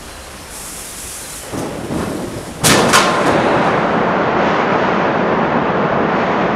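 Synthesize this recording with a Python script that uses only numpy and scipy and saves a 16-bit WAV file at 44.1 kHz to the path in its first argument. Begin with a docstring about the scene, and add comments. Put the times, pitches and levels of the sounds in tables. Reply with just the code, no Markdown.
"""First an air line hisses and puffs over far machines, wind and small birds. Then a steel hull breaks
loose on its slipway: two dull thuds, a volley of sharp bangs and booms as the holding gear lets go,
and the roar of the hull grinding down the ways, groaning with friction as it gathers speed.
Blows and grinding set the hull plates ringing. The microphone is mono and overloads on the bangs."""
import sys
import numpy as np
from scipy import signal
from scipy.io import wavfile
from scipy.ndimage import uniform_filter1d

SR = 44100
rng = np.random.default_rng(int(sys.argv[2]) if len(sys.argv) > 2 else 0)


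def persist_wave(psi):
    """Save psi, clipped to +-1, as 16-bit WAV."""
    counts = np.round(np.clip(psi, -1, 1) * 32767).astype(np.int16)
    wavfile.write(sys.argv[1], SR, np.atleast_2d(counts).T)


N = 289251

# drone of the far machines: freq_hz, level_db
MACHINE_SPECTRUM = [(35, -51), (60, -10), (162, -4), (448, -6.5), (486, -10), (526, -3.5), (617, -8),
                    (1370, -9), (1510, -10), (3280, -16.5), (7000, -42.5), (9100, -76.5), (15400, -120)]
# tone of the low rumble: freq_hz, level_db
RUMBLE_SPECTRUM = [(12, 10), (25, 10.5), (50, 23), (90, 20), (150, -55)]
# level of the low rumble, with a brief low swell near 2.7 s and a drop after: time_s, level_db
RUMBLE_LEVELS = [(0.0, -36), (2.08, -42), (2.7, -29.5), (3.05, -52.5), (6.56, -46)]
# small birds: start_s, length_s, from_hz, to_hz, level_db
BIRD_CHIRPS = [(.095, .07, 4150, 3900, -43.5), (.2, .06, 4130, 3980, -44.5), (1.09, .09, 4750, 4430, -43),
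               (1.215, .06, 4170, 3950, -41.5), (1.3, .05, 4000, 4150, -43.5), (1.37, .16, 3060, 2980, -45)]
# hiss of escaping air: freq_hz, level_db
AIR_SPECTRUM = [(1760, -29), (2500, -11), (3000, -12), (3350, -5.5), (4990, -2.5), (5420, -1.5), (5920, -4),
                (6660, -4), (9190, -2.5), (10900, -4), (15500, -25.5)]
# level of the hiss before it fades: time_s, level_db
LEAK_LEVELS = [(0.0, -35.5), (1.55, -34), (1.7, -37), (1.89, -37.5), (1.97, -32.5), (2.32, -36),
               (2.62, -29)]
# the line venting: start_s, length_s, level_db
AIR_PUFFS = [(0.496, 0.41, -27.5), (0.94, .27, -26), (1.247, 0.14, -27.5)]
# tone of the puffs against the leak: freq_hz, boost_db
PUFF_EQ = [(2000, 7.5), (4500, -7.5), (6500, 1), (9200, 2), (12000, 2)]
# resonances of the hull plates: pitch_hz, width_hz, gain_db
PLATE_MODES = [(159.2, 37, -7.5), (225, 24, -1), (311.6, 46, -7.5), (573, 7.9, 2), (750, 13.94, -15),
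               (1064, 10, 1), (1413, 13, 0), (1766, 21, 0), (2210, 11, 3.5), (2600, 15, 5), (3060, 21, 0),
               (3435, 25, 1), (3689, 23, 0), (4120, 17, -1), (4650, 25, 1), (5480, 25, 2), (5975, 30, -2),
               (6500, 40, -2.5)]
# friction groans: start_s, length_s, pitch_hz, level_db
HULL_GROANS = [(3.04, 0.25, 1047, -28), (3.049, .2, 590, -24.5), (3.3, .33, 581, -23.5),
               (3.303, 0.28, 656, -28.5), (3.48, 0.15, 369, -27), (4.42, 0.13, 220, -24)]
# deep blows through the hull:
# start_s, level_db, hold_s, bass_t60_s, tilt_db_per_octave, push_gain_db, band_hz, band_boost_db
HULL_THUDS = [(1.43, -29, 0.024, 11, 2.5, -36, 537, 12), (1.522, -19, 0.13, 2.5, -2, -26, 330, -1),
              (1.9, -17, 0.12, 5, -2.5, -13, 220, 7.5), (2.631, -11, 0.1, 1.5, 1, -6, 158.5, 11),
              (2.743, -13.5, 0.09, 1, 1.5, -25, 450, 16), (3.247, -13, 0.19, 5.5, 1.26, -19, 600, 1)]
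# body of a thud: freq_hz, level_db
THUD_SPECTRUM = [(29, -41), (50, -18.5), (123, 0), (209, -1.5), (307, 4), (343, 2.5), (573, 1.5),
                 (2880, -21), (3210, -27), (4000, -21.5), (5200, -61.5), (8800, -120)]
# steel striking steel: start_s, level_db, rise_s, rattle_s, tilt_db_per_octave, plate_hz, ring_db
GEAR_BANGS = [(1.567, -29.5, 0.012, .028, 8.5, 5740, -60), (1.96, -25.5, 0.043, 0.08, -9, 1308, -53.5),
              (2.633, -6.5, 0.031, 0.044, 4.5, 1450, -28.5), (2.692, -10, 0.003, 0.034, -2, 1790, -29.5),
              (2.763, -17.5, 0.008, 0.037, -1.5, 1100, -32), (2.881, -19.5, 0.015, 0.024, 1, 2180, -44),
              (2.928, -6.5, 0.005, 0.035, -1, 1420, -30), (2.948, -10.5, 0.0062, 0.032, -3.5, 1048, -28),
              (2.979, -14, 0.01, 0.018, -5, 1378, -26), (3.011, -19, 0.006, 0.014, -7, 2203, -35),
              (3.256, -28, 0.0053, 0.027, 2.5, 585, -39.5), (3.632, -33, 0.009, 0.049, -4, 779, -28)]
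# crash of a bang: freq_hz, level_db
BANG_SPECTRUM = [(290, -23), (500, -3), (657, -33), (726, -17.5), (1100, 1), (1390, -4), (1960, -6.5),
                 (2930, -5.5), (3960, -7.5), (9930, -11.5), (15500, -35)]
# time for the crash to fall 60 dB: freq_hz, t60_s
BANG_DECAY = [(500, 0.45), (1500, 0.51), (4000, 0.84), (8000, 0.39), (14000, 0.25)]
# time for the yard echo to fall 60 dB: freq_hz, t60_s
ECHO_DECAY = [(500, 5), (1500, 3.3), (4000, 2.8), (8000, 2.5), (11000, 2), (14000, 1)]
# hull grinding on the ways: freq_hz, level_db
GRIND_SPECTRUM = [(25, -34), (45, -30), (66, -14.5), (80, -16.5), (120, -10.5), (150, -4), (200, 1.5),
                  (290, -4), (360, -1), (595, -1), (900, -3), (1250, -5.5), (1760, -11), (2500, -18),
                  (4120, -31), (6640, -41), (7700, -53.5), (11700, -83.5), (19800, -120)]
# the hull bites harder: start_s, brighten_db_per_octave, bass_db, ease_s
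GRIND_SURGES = [(2.949, 5, -6.5, 0.82), (3.5, 3.5, -1.5, 0.25), (4.05, 1, 0, 0.33), (4.348, 5.5, -3, 0.32),
                (4.72, 2.5, -1, 0.36), (6.061, 4, -4, 0.47)]


def gain_of(db):
    """Decibels to gain."""
    return 10 ** (np.asarray(db) / 20)


def unit_rms(x):
    """Scales to rms 1."""
    return x / np.sqrt(np.mean(x ** 2) + 1e-20)


def at_freq(points, hz):
    """Reads a table along a log-frequency axis."""
    freqs, values = np.transpose(points)
    return np.interp(np.log(hz + 1), np.log(freqs + 1), values)


def fader(points):
    """A level curve in dB at every sample."""
    return np.interp(np.arange(N) / SR, *np.transpose(points))


def bell(hz, centre_hz, octaves):
    """A bell-shaped EQ curve of height 1."""
    return np.exp(-(np.log2(hz / centre_hz + 0.00095) / octaves) ** 2)


def add(mix, start_s, sound):
    """Mixes a sound in at start_s."""
    part = mix[round(start_s * SR):][:len(sound)]
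    part += sound[:len(part)]


def noise(colour_db, count, size, patchy_db, flicker_db=0.58):
    """Noise shaped by colour_db(hz, t), starting near rms 1; its bands and overall level flutter."""
    hop = size // 4
    hz = np.fft.rfftfreq(size, 1 / SR)[:, None]
    t = np.arange(count // hop + 6) * hop / SR
    real, imag, patches = rng.standard_normal((len(t), len(hz), 3)).T
    patches = uniform_filter1d(patches, size=size // 100, axis=0)
    patches = unit_rms(uniform_filter1d(patches, size=12000 // size, axis=1))
    flicker = unit_rms(uniform_filter1d(rng.standard_normal(len(t)), size=3))
    flutter = gain_of(patchy_db * patches + flicker_db * flicker)
    shape = gain_of(colour_db(hz, t) + 0 * t)
    spectra = (real + 1j * imag) * shape * flutter / np.linalg.norm(shape[:, 0])
    return signal.istft(spectra, nperseg=size, noverlap=size - hop)[1][:count] * np.sqrt(2 / 3)


def machines():
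    """Far machines blur into a steady bed of yard noise."""
    drone = noise(lambda hz, t: at_freq(MACHINE_SPECTRUM, hz), N, 1024, patchy_db=0.8, flicker_db=0.3)
    return gain_of(-30.5) * drone


def low_rumble():
    """A low, windy rumble under the yard; the low end swells briefly near 2.7 s with the blows, then the
    background drops."""
    rumble = noise(lambda hz, t: at_freq(RUMBLE_SPECTRUM, hz), N, 4096, patchy_db=1)
    return gain_of(fader(RUMBLE_LEVELS)) * rumble


def birds():
    """Short slurred whistles, a little unsteady, smeared by the yard's echo."""
    slur_power, waver_depth, echo_t60_s, echo_db = 1.8, 0.008, 0.22, -6
    out = np.zeros(N)
    for start_s, length_s, from_hz, to_hz, level_db in BIRD_CHIRPS:
        progress = np.linspace(0, 1, round(length_s * SR))
        hz = from_hz + (to_hz - from_hz) * progress ** slur_power
        waver = unit_rms(uniform_filter1d(rng.standard_normal(4 * SR // 10), size=400))[:len(hz)]
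        whistle = np.sin(2 * np.pi * np.cumsum(hz * (1 + waver_depth * waver)) / SR)
        add(out, start_s, gain_of(level_db) * whistle * np.sqrt(np.sin(np.pi * progress) + 1e-9))
    echo = rng.standard_normal(SR // 2) * gain_of(-60 * np.arange(SR // 2) / SR / echo_t60_s)
    return out + gain_of(echo_db) * signal.oaconvolve(out, echo / np.linalg.norm(echo))[:N]


def air_line():
    """A leaking line hisses and vents in puffs; the hiss fades away as the bangs begin."""
    rise_s, fall_s, fade_s, fade_db_per_s = 0.08, 0.094, 2.41, -38
    t = np.arange(N) / SR
    leak = gain_of(fader(LEAK_LEVELS) + fade_db_per_s * np.maximum(t - fade_s, 0))
    puff_power = np.zeros(N)
    for start_s, length_s, level_db in AIR_PUFFS:
        attack = np.clip((t - start_s) / rise_s, 0, 1) ** 0.5
        release = np.exp(-np.maximum(t - start_s - length_s, 0) / fall_s)
        puff_power += (gain_of(level_db) * attack * release) ** 2
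    hiss = noise(lambda hz, t: at_freq(AIR_SPECTRUM, hz), N, 512, patchy_db=1)
    vent = noise(lambda hz, t: at_freq(AIR_SPECTRUM, hz) + at_freq(PUFF_EQ, hz), N, 512, patchy_db=0)
    return leak * hiss + np.sqrt(puff_power) * vent


def hull_plates(shaking):
    """The hull plates ring with whatever shakes them, one resonator a mode."""
    out = np.zeros(N)
    for pitch_hz, width_hz, gain_db in PLATE_MODES:
        radius = np.exp(-np.pi * width_hz / SR)
        feedback = [1, -2 * radius * np.cos(2 * np.pi * pitch_hz / SR), radius ** 2]
        out += gain_of(gain_db) * (1 - radius ** 2) * signal.lfilter([1, 0, -1], feedback, shaking)
    return out


def groans():
    """Friction excites one narrow resonance of the hull for a moment."""
    width_hz = 28  # of each of two filter passes
    out = np.zeros(N)
    for start_s, length_s, pitch_hz, level_db in HULL_GROANS:
        peak = signal.iirpeak(pitch_hz, pitch_hz / width_hz, SR)
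        friction = signal.lfilter(*peak, rng.standard_normal(SR))
        tone = unit_rms(signal.lfilter(*peak, friction))[-round(length_s * SR):]
        add(out, start_s, gain_of(level_db) * tone * signal.windows.tukey(len(tone), 0.5))
    return out


def thuds():
    """A low push, then a dull boom that rolls through the hull and fades, the top end first."""
    punch_db, punch_s, boost_fade_s = 1.5, 0.04, 0.096
    out, t = np.zeros(N), np.arange(2 * SR) / SR
    push = -np.sin(2 * np.pi * 150 * t) * 300 * t * np.exp(-t / 0.0041)
    for start_s, level_db, hold_s, t60_s, tilt, push_db, band_hz, boost_db in HULL_THUDS:
        def colour_db(hz, age_s):
            tail_s = np.maximum(age_s - hold_s, 0)
            fall_db = -60 * tail_s / t60_s * (1 + hz / 1500)
            band_db = boost_db * bell(hz, band_hz, 85 / band_hz) * np.exp(-tail_s / boost_fade_s)
            return at_freq(THUD_SPECTRUM, hz) + tilt * np.log2(hz / 300 + 0.1) + band_db + fall_db
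        boom = noise(colour_db, len(t), 1024, patchy_db=1.5, flicker_db=-0.6)
        attack = np.clip(t / (0.1 * hold_s), 0, 1)
        envelope = attack * gain_of(level_db + punch_db * np.exp(-t / punch_s))
        add(out, start_s, envelope * boom + gain_of(push_db) * push)
    return out


def contacts(t, rattle_s):
    """Gain spikes: single steel contacts stand out of a rattle and die away after it."""
    rate_per_s, spike_s, fade_s = 250, 0.0008, 0.05
    hits = rng.exponential(1, len(t)) * (rng.random(len(t)) < rate_per_s / SR)
    spikes = signal.lfilter([1], [1, -np.exp(-1 / (spike_s * SR))], hits)
    return 1 + 0.6 * spikes * np.exp(-np.maximum(t - rattle_s, 0) / fade_s)


def clang(t, plate_hz, rattle_s):
    """Nine close modes of a struck plate beat roughly, louder while the rattle lasts."""
    spread, t60_cycles, struck_db, settle_s = 0.02, 2300, 4, 0.03
    detune, phase = rng.uniform(-1, 1, (2, 9, 1))
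    modes = np.sin(2 * np.pi * plate_hz * (1 + spread * detune) * t + np.pi * phase)
    boost_db = struck_db * np.exp(-np.maximum(t - rattle_s, 0) / settle_s)
    return gain_of(boost_db - 60 * t * plate_hz / t60_cycles) * unit_rms(modes.sum(axis=0))


def bangs():
    """The holding gear lets go: a hard rattle, a quick fall, a faint yard echo and a ringing plate."""
    parting_db, parting_s, echo_start_db = -4.5, 0.009, -18
    out, t = np.zeros(N), np.arange(3 * SR // 2) / SR
    for start_s, level_db, rise_s, rattle_s, tilt, plate_hz, ring_db in GEAR_BANGS:
        def colour_db(hz, age_s):
            tail_s = np.maximum(age_s - rattle_s, 0)
            drop_db = parting_db * (1 - np.exp(-tail_s / parting_s))  # the contacts part
            fall_db = drop_db - 60 * tail_s / at_freq(BANG_DECAY, hz)
            echo_db = echo_start_db - 60 * age_s / at_freq(ECHO_DECAY, hz)
            eq_db = tilt * np.log2(hz / 3000 + 0.1) + 7 * bell(hz, plate_hz, octaves=0.1)
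            return at_freq(BANG_SPECTRUM, hz) + eq_db + np.maximum(fall_db, echo_db)
        crash = noise(colour_db, len(t), 256, patchy_db=1.2, flicker_db=1.2) * contacts(t, rattle_s)
        ring = gain_of(ring_db) * clang(t, plate_hz, rattle_s)
        add(out, start_s, (gain_of(level_db) * crash + ring) * np.clip(t / rise_s, 0, 1))
    return out


def hull_slide():
    """The hull grinds down the ways in a dense roar; each harder bite brightens it, then eases off."""
    moves_s, gather_s, level_db, swell_db_per_s = 2.575, 0.26, -12, 0.07
    surge_rise_s, calm_db_per_octave = 0.15, -2.5

    def colour_db(hz, t):
        octaves = np.log2(1 + hz / 700)  # tilts act mainly above 700 Hz
        tone_db = at_freq(GRIND_SPECTRUM, hz) + calm_db_per_octave * octaves
        for start_s, brighten, bass_db, ease_s in GRIND_SURGES:
            age_s = np.maximum(t - start_s, 0)
            surge = np.minimum(age_s / surge_rise_s, 1) * np.exp(-age_s / ease_s)
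            tone_db = tone_db + (brighten * octaves + bass_db) * surge
        return tone_db
    roar = noise(colour_db, N, 2048, patchy_db=0.5, flicker_db=0.45)
    sliding_s = np.arange(N) / SR - moves_s
    return gain_of(level_db + swell_db_per_s * sliding_s) * roar * np.clip(sliding_s / gather_s, 0, 1)


def scene():
    """The launch over the yard ambience, mono on both channels; bangs drive the plates hardest."""
    sharp, dull, roar = bangs(), thuds(), hull_slide()
    shaking = gain_of(-6.5) * sharp + gain_of(-15) * dull + gain_of(-18.5) * roar
    launch = sharp + dull + roar + hull_plates(shaking) + groans()
    mono = launch + machines() + air_line() + low_rumble() + birds()
    return np.array([mono, mono])


def record(dry):
    """The microphone clips on the bangs, then a steep low-pass trims the top end."""
    ceiling, cutoff_hz = 0.95, 15680
    lowpass = signal.firwin(511, cutoff_hz, window=("kaiser", 9), fs=SR)
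    return signal.oaconvolve(np.clip(dry, -ceiling, ceiling), lowpass[None], "same")


dry = scene()
out = record(dry)
persist_wave(out)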